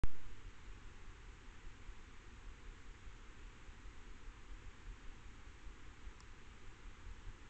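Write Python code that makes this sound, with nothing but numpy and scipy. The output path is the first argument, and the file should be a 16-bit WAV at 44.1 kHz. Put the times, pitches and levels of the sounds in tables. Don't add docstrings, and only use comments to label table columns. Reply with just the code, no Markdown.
import sys
import numpy as np
from scipy import signal
from scipy.fft import rfft, irfft
from scipy.io import wavfile

SR = 44100
rng = np.random.default_rng(int(sys.argv[2]) if len(sys.argv) > 2 else 0)


def master(y):
    cut = np.clip(np.atleast_2d(y).T, -1, 1)
    pcm = np.round(cut * 32767)
    wavfile.write(sys.argv[1], SR, pcm.astype(np.int16))


N = 330309
T = np.arange(N) / SR
SWITCH_ON_S = 0.0363


def gain_of(db):
    return 10 ** (np.asarray(db) / 20)


def noise(spectrum):
    hz, db = np.transpose(spectrum)
    log_hz = np.log(np.fft.rfftfreq(N, 1 / SR) + 1)
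    colour = gain_of(np.interp(log_hz, np.log(hz + 1), db))
    x = irfft(rfft(rng.standard_normal(N)) * colour, N)
    return x / np.std(x)


def add(mix, start_s, sound):
    part = mix[max(round(start_s * SR), 0):][:len(sound)]
    part += sound[:len(part)]


def microphone_hiss(gain_db=-57):
    # f/Hz, relative level/dB
    spectrum = [(20, 9), (100, 4), (200, 4.5), (320, 0), (630, -4.5), (1000, -5.5), (2000, -7.5),
                (3200, -11), (4500, -13), (7000, -15), (7900, -21), (8800, -42)]
    return gain_of(gain_db) * noise(spectrum)


def rumble(gain_db=-56.5):
    # f/Hz, relative level/dB
    spectrum = [(3, 2), (12, 5.5), (25, -2), (50, -4), (72, -9), (100, -12), (140, -18), (300, -56)]
    return gain_of(gain_db) * noise(spectrum)


def throbs(swing_s=0.031, sag_db=-3, sag_s=0.024, lag_s=0.012,
           flutter_s=0.03, flutter_hz=78, spread_octaves=0.74):
    # t/s, swing f/Hz, swing level/dB, flutter level/dB
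    beats = [(0.278, 32, -49.5, -62.5), (0.472, 35, -47, -57), (0.69, 39.3, -47.5, -64),
             (0.867, 28.8, -48.5, -69), (1.085, 29, -49, -63), (1.279, 35, -48, -61),
             (1.488, 32, -48.5, -60), (1.675, 31, -46.5, -67), (1.896, 35, -47, -60), (2.076, 35, -57, -60),
             (2.271, 40, -50, -64), (2.489, 36.5, -45.5, -59), (2.689, 29, -47.5, -61.5),
             (2.903, 33.6, -48, -61), (3.081, 39, -47, -54.5), (3.29, 29, -51, -60), (3.455, 39, -48, -62),
             (3.7, 32, -48, -63), (3.861, 40, -46, -56), (4.109, 30, -44.5, -63), (4.286, 34.8, -46.5, -71),
             (4.513, 35, -47, -69), (4.674, 38, -47, -55), (4.888, 37.7, -43.5, -57.5),
             (5.089, 23, -44, -64), (5.274, 43, -50, -57), (5.474, 32, -50, -61), (5.673, 39, -47, -56.5),
             (5.885, 43, -49, -60), (6.073, 40.6, -44.5, -57), (6.283, 31, -52.5, -60),
             (6.489, 39, -58, -59.5), (6.683, 26, -49, -60), (6.876, 37.8, -49, -64), (7.082, 36, -46, -53),
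             (7.288, 35.6, -44, -54)]
    out = np.zeros(N)
    t = np.arange(-SR // 8, SR // 8) / SR
    for middle_s, hz, swing_db, flutter_db in beats:
        swing = -np.cos(2 * np.pi * hz * t) * np.exp(-(t / swing_s) ** 2)
        distance_squared = ((t - lag_s) / sag_s) ** 2
        sag = -gain_of(sag_db) * (1 - distance_squared) * np.exp(-distance_squared)
        detune, phase = rng.random(2)
        cycles = flutter_hz * 2 ** (spread_octaves * (detune - 0.5)) * t + phase
        flutter = np.cos(2 * np.pi * cycles) * np.exp(-(t / flutter_s) ** 2)
        add(out, middle_s + t[0], gain_of(swing_db) * (swing + sag) + gain_of(flutter_db) * flutter)
    return out


def tick(contact_s=0.00018):
    # t/s, level/dB
    taps = [(6.2046, -53.5), (6.2062, -60), (6.2074, -67)]
    # f/Hz, relative level/dB, time to fade by 60 dB/s
    tones = [(1024, 7, 0.02), (2020, -8, 0.017), (4480, 5, 0.0093), (5210, 13, 0.012), (5900, 6, .011),
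             (7280, 9, .010), (8450, -15, .008)]
    out = np.zeros(N)
    t = np.arange(SR // 10) / SR
    ring = np.zeros(len(t))
    for k, (hz, db, fade_s) in enumerate(tones):
        direction = (-1) ** k
        ring += direction * gain_of(db - 60 * t / fade_s) * np.sin(2 * np.pi * hz * t)
    attack = 1 - np.exp(-t / contact_s)
    for start_s, db in taps:
        add(out, start_s, gain_of(db) * ring * attack)
    return out


def power_pop(step_db=-21.0, slow_share=0.17, charge_s=0.0024, drain_s=0.112):
    t = np.maximum(T - SWITCH_ON_S, 0)
    rise = 1 - slow_share * np.exp(-t / charge_s)
    return gain_of(step_db) * rise * np.exp(-t / drain_s)


def scene():
    mix = microphone_hiss() + rumble() + throbs() + tick() + power_pop()
    switched_on = T >= SWITCH_ON_S
    return (mix * switched_on)[None]


def record(dry, cutoff_hz=8850):
    # middle f/Hz, width/Hz, level change/dB
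    tone_filters = [(98, 60, 2.5), (166.2, 192, -10.5), (634.7, 531, -24.5), (4964, 5900, -10.5)]
    x = dry
    for hz, width_hz, db in tone_filters:
        without_band = signal.lfilter(*signal.iirnotch(hz, hz / width_hz, SR), x)
        band = x - without_band
        x = without_band + gain_of(db) * band
    low_pass = signal.firwin(401, cutoff_hz, window=("kaiser", 8), fs=SR)
    return signal.oaconvolve(x, low_pass[None], "same")


dry = scene()
out = record(dry)
master(out)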